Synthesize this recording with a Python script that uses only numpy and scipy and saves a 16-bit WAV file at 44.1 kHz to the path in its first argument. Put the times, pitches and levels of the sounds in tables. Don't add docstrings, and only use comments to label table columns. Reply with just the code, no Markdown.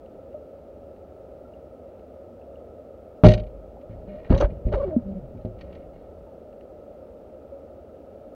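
import sys
import numpy as np
from scipy import signal
from scipy.fft import rfft, irfft
from scipy.io import wavfile

SR = 44100
rng = np.random.default_rng(int(sys.argv[2]) if len(sys.argv) > 2 else 0)


def materialize(psi):
    bounded = np.clip(np.atleast_2d(psi).T, -1, 1)
    quanta = np.round(bounded * 32767).astype(np.int16)
    wavfile.write(sys.argv[1], SR, quanta)


N = 368224
T = np.arange(N) / SR

# (frequency [Hz], relative density [dB per Hz])
WATER_COLOUR = [(20, -25), (31, -14), (45, -9.5), (75, -0.5), (125, -14.5), (180, -11.5), (250, -6),
                (320, -8), (480, -4), (640, -6.5), (800, -16.5), (1080, -33), (1500, -39.5), (2400, -43.5),
                (4000, -57)]
# (frequency [Hz], width [Hz], level [dB])
CASE_AIR = [(543.8, 24.6, -50.5), (606.8, 26.6, -53), (1285, 105, -68), (2710, 230, -87)]
# (frequency [Hz], relative density [dB per Hz])
HISS_COLOUR = [(1500, -0.5), (3000, -3.5), (5000, -8.5), (8000, -16.5), (12000, -17.5), (15500, -10.5)]
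WATER_DB, HISS_DB = -46, -75

# (time [s], level [dB])
WATER_TICKS = [(.0604, -39), (.328, -43), (0.9633, -43), (1.995, -40.5), (6.5281, -42), (6.6094, -36)]
# (time [s], frequency [Hz], level [dB], t60 [s])
BUBBLE_RINGS = [(0.343, 603, -25.5, 0.15), (0.536, 556, -36.5, 0.16), (1.45, 1356, -53.5, 0.18),
                (1.537, 2830, -46, 0.019), (2.416, 2660, -52, 0.025), (2.557, 2840, -42, 0.011),
                (3.768, 775, -33, 0.031), (4.3079, 252, -2.5, 0.027), (4.964, 236.4, -4.5, 0.073),
                (6.265, 886, -50, 0.15), (7.52, 550, -29.5, 0.3)]

# (time [s], level [dB], fall [dB/s])
CASE_LURCHES = [(3.262, -7, 191), (3.95, -43.5, 11), (4.318, -22.5, 61), (4.7, -33, 18), (5.55, -42, 22)]
# (frequency [Hz], relative density [dB per Hz])
TURBULENCE_COLOUR = [(20, -6.5), (48, 1), (75, 0.5), (110, -8.5), (190, -6.5), (300, -20.5), (600, -15),
                     (1000, -40), (2000, -95.5)]
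LURCH_RISE_S = 0.035
EDDY_DB, EDDY_FALL_DB_PER_S = -32.5, 31

# (time [s], impulse [dB], contact [ms], tackle chatter [dB])
BLOWS = [(3.2367, 0.5, 1.1, -30), (3.2436, -1, 0.71, -24.5), (3.2535, -5.5, 0.98, -28.5),
         (3.2629, -18.5, 0.35, -24), (3.2837, -22, 0.36, -23), (3.896, -25.5, 5.6, -69),
         (4.311, -13, 1.8, -40.5), (4.377, -22.5, 3.1, -34), (4.667, -17.5, 1.96, -57),
         (5.349, -31.5, 1.6, -70), (5.449, -20.5, 1.64, -53)]
# (frequency [Hz], level [dB], t60 [s])
HOUSING_MODES = [(49.7, -20.5, 1), (60, -38, 0.5), (87.5, -38.5, 0.3), (108.6, -6, 0.29),
                 (127.2, -29, 0.37), (176, -19, 0.21), (188.1, -12.5, 0.28), (242.3, -5.5, 0.11),
                 (284, -13, 0.086), (366, -10.5, 0.24), (434.8, -10, 0.084), (522, -12, 0.25),
                 (608.8, -12, 0.36), (622.5, -13, 0.28), (734, -26.5, 0.3), (850, -21, 0.15),
                 (875, -36, 0.22), (1138, -29.5, 0.33), (1308, -42, 0.28)]

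# (time [s], level [dB])
TACKLE_TOUCHES = [(3.302, -32), (3.3145, -27.5), (3.335, -26), (3.3755, -42.5), (3.395, -45.5),
                  (3.433, -53), (3.465, -54.5), (3.809, -57.5), (3.9143, -61), (4.346, -37), (4.400, -39),
                  (4.4085, -33.5), (4.4215, -62), (4.443, -47), (4.743, -49.5), (5.371, -57), (5.409, -58),
                  (5.585, -51.5), (5.609, -44), (5.724, -51.5), (5.748, -50.5)]
# (frequency [Hz], width [Hz], relative level [dB])
SHELL_MODES = [(1570, 110, -0.5), (1882, 85, 7.5), (2156, 75, 2), (2272, 93, 7.5), (2390, 52, 2.5),
               (2810, 120, 4.5), (2973, 140, 4), (3230, 88, -0.5), (3840, 120, 2), (4095, 180, 1.5),
               (4480, 54, -9), (4410, 69, -2), (5800, 71, -17), (6070, 160, -9), (6220, 130, -15.5),
               (6900, 120, -20.5), (8850, 130, -17.5), (10400, 400, -17)]
CHATTER_HZ, DB_PER_OCTAVE = 7500, 22
CHATTER_RISE_MS, CHATTER_MS, BUZZ_DB, BUZZ_MS = 1.4, 5.4, -24, 14.4

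# (time [s], hold [s], level [dB])
LINE_SLIDES = [(3.894, 0.052, -69.5), (4.083, .135, -63.5), (4.251, 0.069, -61), (4.485, .02, -67.5),
               (4.66, 0.034, -64), (5.6, 0.2, -70.5), (5.938, 0.082, -71.5)]
# (frequency [Hz], width [Hz], relative level [dB])
CREEP_MODES = [(1530, 37, -5), (1895, 93, 2.5), (2160, 57, 3), (2400, 80, -1), (2820, 150, -5),
               (3220, 200, -16.5), (4010, 250, -16)]
SLIDE_RISE_S, SLIDE_FALL_DB_PER_S = 0.022, 170
SLIDE_RASP_DB = -4.5

# (time [s], length [s], first pitch [Hz], last pitch [Hz], level [dB], relative second harmonic [dB])
LINE_SQUEAKS = [(4.069, 0.082, 192, 198, -41, -19), (4.085, 0.13, 588, 639, -41, -29),
                (4.317, 0.081, 526, 570, -28, -25), (4.404, 0.013, 595, 582, -16, -25),
                (4.423, .02, 599, 553, -17, -32), (4.436, 0.035, 525, 600, -27.5, -36),
                (4.719, 0.022, 568, 603, -26.5, -33), (4.752, .018, 610, 584, -23.5, -27),
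                (4.771, 0.022, 538, 516, -24.5, -31), (4.796, 0.029, 578, 539, -23.5, -20),
                (4.826, 0.027, 521, 554, -22.5, -30.5), (4.846, 0.055, 418, 345, -27, -35),
                (4.898, .07, 339.5, 288.4, -38.5, -14.5), (5.05, 0.096, 200, 199.4, -32, -29.5),
                (5.144, 0.05, 188.6, 196, -32.5, -32), (5.19, 0.078, 137, 132, -41, -27)]
SQUEAK_ARCH = 0.49

# (time [s], hold [s], grinding [dB], rasp effort [dB], fall [dB/s])
LINE_PULLS = [(4.307, 0.03, -28, -46.5, 296), (4.412, 0.033, -25, -50.5, 650),
              (4.731, 0.015, -32.5, -48, 477), (4.791, .015, -43, -63.5, 89)]
# (frequency [Hz], width [Hz], relative level [dB])
MOUNT_MODES = [(394, 160, 10.5), (650, 72, 3), (810, 200, -4.5), (1100, 98, -9.5), (1190, 130, -7),
               (1350, 200, -15.5), (1840, 300, -24.5)]
GRIP_S = .02

# (time [s], level [dB], length [ms])
LINE_JERKS = [(4.302, -5.5, 6.3), (4.332, -4.5, 9.6), (4.438, -8.5, 12), (4.652, -12.5, 12),
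              (4.738, -14.5, 8.7)]
RECOIL, RECOIL_DELAY = 0.27, .75

# (time [s], level [dB])
SWIVEL_CLINKS = [(4.377, -50), (4.401, -52), (4.41, -48.5), (4.423, -61), (4.668, -74)]
CLINK_HZ, CLINK_WIDTH_HZ = 6020, 510
CLINK_RISE_S, CLINK_FALL_DB_PER_S = 0.002, 1198

CUTOFF_HZ = 15800


def from_db(db):
    return 10 ** (np.asarray(db) / 20)


def rms_one(x):
    return x / np.sqrt(np.mean(x ** 2) + 1e-20)


def drift(rate_hz):
    r = np.exp(-80 * np.pi * rate_hz / SR)
    draws = rng.standard_normal(N // 40 + 2002)
    slow = signal.lfilter([1], [1, -2 * r, r * r], draws)[2000:]
    return np.interp(np.arange(N) / 40, np.arange(len(slow)), rms_one(slow))


def noise(colour):
    hz, db = np.transpose(colour)
    bins = np.maximum(np.fft.rfftfreq(N, 1 / SR), 1)
    gain = from_db(np.interp(np.log(bins), np.log(hz), db))
    gain = gain * np.minimum(bins / hz[0], 1)
    return rms_one(irfft(rfft(rng.standard_normal(N)) * gain, N))


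def cut(x, hz, kind, order=2):
    sos = signal.butter(order, min(hz, .45 * SR), kind, fs=SR, output="sos")
    return signal.sosfilt(sos, x + 1e-18)


def resonance(x, hz, width):
    r = np.exp(-np.pi * width / SR)
    feedback = [1, -2 * r * np.cos(2 * np.pi * hz / SR), r * r]
    return signal.lfilter(np.array([1, 0, -1]) * (1 - r * r) / 2, feedback, x + 1e-18)


def ring(force, hz, t60):
    r, w = np.exp(-np.log(1000) / (t60 * SR)), 2 * np.pi * hz / SR
    return signal.lfilter([0, np.sin(w)], [1, -2 * r * np.cos(w), r * r], force + 1e-18)


def push(s, ms):
    part = (T - s) * 1000 / ms
    inside, out = (part > 0) & (part < 1), np.zeros(N)
    out[inside] = np.sin(np.pi * part[inside]) ** 2
    return out


def grains(per_s, spread_db):
    sizes = from_db(spread_db * np.minimum(rng.exponential(1, N), 3))
    sizes = sizes * rng.choice([-1, 1], N)
    return rms_one(sizes * (rng.random(N) < per_s / SR))


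def swell(s, hold_s, rise_s, fall_db_per_s):
    rise = np.clip(1 + (T - s) / rise_s, 0, 1) ** 2
    return rise * from_db(-abs(fall_db_per_s) * np.maximum(T - s - hold_s, 0))


def together(gains):
    return np.sqrt(sum(gain ** 2 for gain in gains))


def shell(force, thud_db, thud_hz, top_hz=9000):
    walls, power = 0, 0
    for hz, width, db in SHELL_MODES:
        walls = walls + from_db(db) * resonance(resonance(force, hz, width), hz, 8 * width)
        power += from_db(db) ** 2 * np.pi * width / SR
    thud = from_db(thud_db) * cut(cut(force, thud_hz, "low"), 240, "high")
    return (cut(walls, top_hz, "low") + cut(thud, 1500, "low", order=3)) / np.sqrt(power)


def friction(effort, bands, per_s, uneven_db, top_hz):
    slips = grains(per_s, spread_db=1.0) * from_db(uneven_db * drift(50))
    sound = sum(from_db(db) * resonance(resonance(slips, hz, width), hz, 5 * width)
                for hz, width, db in bands)
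    return effort * rms_one(cut(sound, top_hz, "low", order=4))


def hum(waver_db=-0.18):
    water = from_db(WATER_DB) * noise(WATER_COLOUR)
    for hz, width, db in CASE_AIR:
        stirred = resonance(rng.standard_normal(N), hz, width)
        water = water + from_db(db) * rms_one(resonance(stirred, hz, 4 * width))
    return water * from_db(waver_db * drift(2.8)) + from_db(HISS_DB) * noise(HISS_COLOUR)


def ticks(ping_hz=2750, ping_width=260, ping_db=9):
    force = np.zeros(N)
    for s, db in WATER_TICKS:
        force[round(s * SR)] += from_db(db)
    ping = from_db(ping_db) * resonance(force, ping_hz, ping_width)
    return shell(force, thud_db=1, thud_hz=1510, top_hz=3000) + ping


def bubbles(swell_s=0.0022):
    out = np.zeros(N)
    for s, hz, db, t60 in BUBBLE_RINGS:
        on = (T > s) & (T < s + 2 * t60)
        age = T[on] - s
        gain = from_db(db) * (1 - np.exp(-age / swell_s)) * np.exp(-np.log(1000) * age / t60)
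        out[on] += gain * np.sin(2 * np.pi * hz * age)
    return out


def wake():
    flare = together(from_db(db) * swell(s, 0, LURCH_RISE_S, fall) for s, db, fall in CASE_LURCHES)
    eddies = together(from_db(db + EDDY_DB) * swell(s, 0, LURCH_RISE_S, EDDY_FALL_DB_PER_S)
                      for s, db, _ in CASE_LURCHES)
    return together([flare, eddies]) * noise(TURBULENCE_COLOUR)


def knocks(leak_hz=40):
    force = np.zeros(N)
    for s, db, ms, _ in BLOWS:
        contact = push(s, ms)
        force += from_db(db) * contact / (contact.sum() + 1e-9)
    ringing = sum(from_db(db) * ring(force, hz, t60) for hz, db, t60 in HOUSING_MODES)
    return cut(ringing, leak_hz, "high")


def rattle(first_db=2, chatter_db=3):
    force, chatter = np.zeros(N), from_db(chatter_db) * grains(per_s=2900, spread_db=2.5)
    touches = [(s, db) for s, _, _, db in BLOWS] + list(TACKLE_TOUCHES)
    for s, db in touches:
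        on = (T >= s) & (T < s + .15)
        ms = (T[on] - s) * 1000
        dying = np.exp(-ms / CHATTER_MS) + from_db(BUZZ_DB) * np.exp(-ms / BUZZ_MS)
        touch = chatter[on] * dying * (1 - np.exp(-ms / CHATTER_RISE_MS))
        touch[0] += from_db(first_db)
        bright_hz = CHATTER_HZ * 2 ** ((db + 30) / DB_PER_OCTAVE)
        force[on] += from_db(db) * cut(touch, bright_hz, "low")
    return shell(force, thud_db=-4.5, thud_hz=970)


def rubbing():
    pulls = [(swell(s, hold, GRIP_S, fall), grind_db, rasp_db)
             for s, hold, grind_db, rasp_db, fall in LINE_PULLS]
    grinding = together(from_db(db) * pull for pull, db, _ in pulls)
    creeping = together(from_db(db) * swell(s, hold, SLIDE_RISE_S, SLIDE_FALL_DB_PER_S)
                        for s, hold, db in LINE_SLIDES)
    pull_rasps = [from_db(db) * pull for pull, _, db in pulls]
    rasping = together(pull_rasps + [from_db(SLIDE_RASP_DB) * creeping])
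    return grinding, creeping, rasping


def creep(effort):
    return friction(effort, CREEP_MODES, per_s=1600, uneven_db=5.5, top_hz=4400)


def rasp(effort, uneven_db=0.5):
    strength = effort * from_db(uneven_db * drift(24))
    slips = strength * grains(per_s=2000, spread_db=13.5)
    return shell(slips, thud_db=16.5, thud_hz=950, top_hz=5000)


def squeaks(effort, jitter=0.023, rough_db=24, shimmer_db=1.14, third_db=-35,
            case_hz=605, case_width=70, case_db=23, muffle_hz=1150, snap_db=-16):
    unevenness = np.minimum(from_db(rough_db) * effort, .3)
    waver = 1 + jitter * drift(49) + unevenness * drift(160)
    flutter = shimmer_db * drift(33)
    out, snaps = np.zeros(N), np.zeros(N)
    for s, length, first_hz, last_hz, level, second_db in LINE_SQUEAKS:
        on = (T > s) & (T < s + length)
        part = (T[on] - s) / length
        hz = first_hz * (last_hz / first_hz) ** part
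        phase = 2 * np.pi * np.cumsum(hz * waver[on]) / SR
        tone = np.sin(phase)
        for k, db in enumerate([second_db, third_db], 2):
            lift = 1 + from_db(case_db) / np.hypot(1, 2 * (k * hz - case_hz) / case_width)
            muffle = 1 / np.hypot(1, (k * hz / muffle_hz) ** 12)
            tone += from_db(db) * lift * muffle * np.sin(k * phase)
        gain = from_db(level + flutter[on]) * np.abs(np.sin(np.pi * part)) ** SQUEAK_ARCH
        out[on] += np.sqrt(2) * gain * tone
        snaps[on] += gain * np.diff(phase // (2 * np.pi), prepend=0)
    return out + from_db(snap_db) * shell(snaps, thud_db=-14, thud_hz=1000, top_hz=3800)


def grind(effort):
    return friction(effort, MOUNT_MODES, per_s=690, uneven_db=5.0, top_hz=1900)


def jerks(leak_hz=29, sway_hz=50, sway_width=9):
    pressure = np.zeros(N)
    for s, db, ms in LINE_JERKS:
        recoil = RECOIL * push(s + RECOIL_DELAY * ms / 1000, ms)
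        pressure += from_db(db) * (recoil - push(s, ms))
    return cut(pressure, leak_hz, "high") + resonance(pressure, sway_hz, sway_width)


def clinks():
    shiver = together(from_db(db) * swell(s, CLINK_RISE_S, CLINK_RISE_S, CLINK_FALL_DB_PER_S)
                      for s, db in SWIVEL_CLINKS)
    metal = resonance(grains(per_s=2600, spread_db=2.0), CLINK_HZ, CLINK_WIDTH_HZ)
    metal = resonance(metal, CLINK_HZ, 2 * CLINK_WIDTH_HZ)
    return shiver * rms_one(metal)


def scene():
    grinding, creeping, rasping = rubbing()
    water = hum() + ticks() + bubbles() + wake()
    strike = knocks() + rattle() + jerks() + clinks()
    line = creep(creeping) + rasp(rasping) + squeaks(rasping) + grind(grinding)
    return (water + strike + line)[None]


def record(dry):
    limited = dry / (1 + dry ** 14) ** (1 / 14)
    top_cut = signal.ellip(10, .1, 80, CUTOFF_HZ, fs=SR, output="sos")
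    return signal.sosfilt(top_cut, limited)


dry = scene()
out = record(dry)
materialize(out)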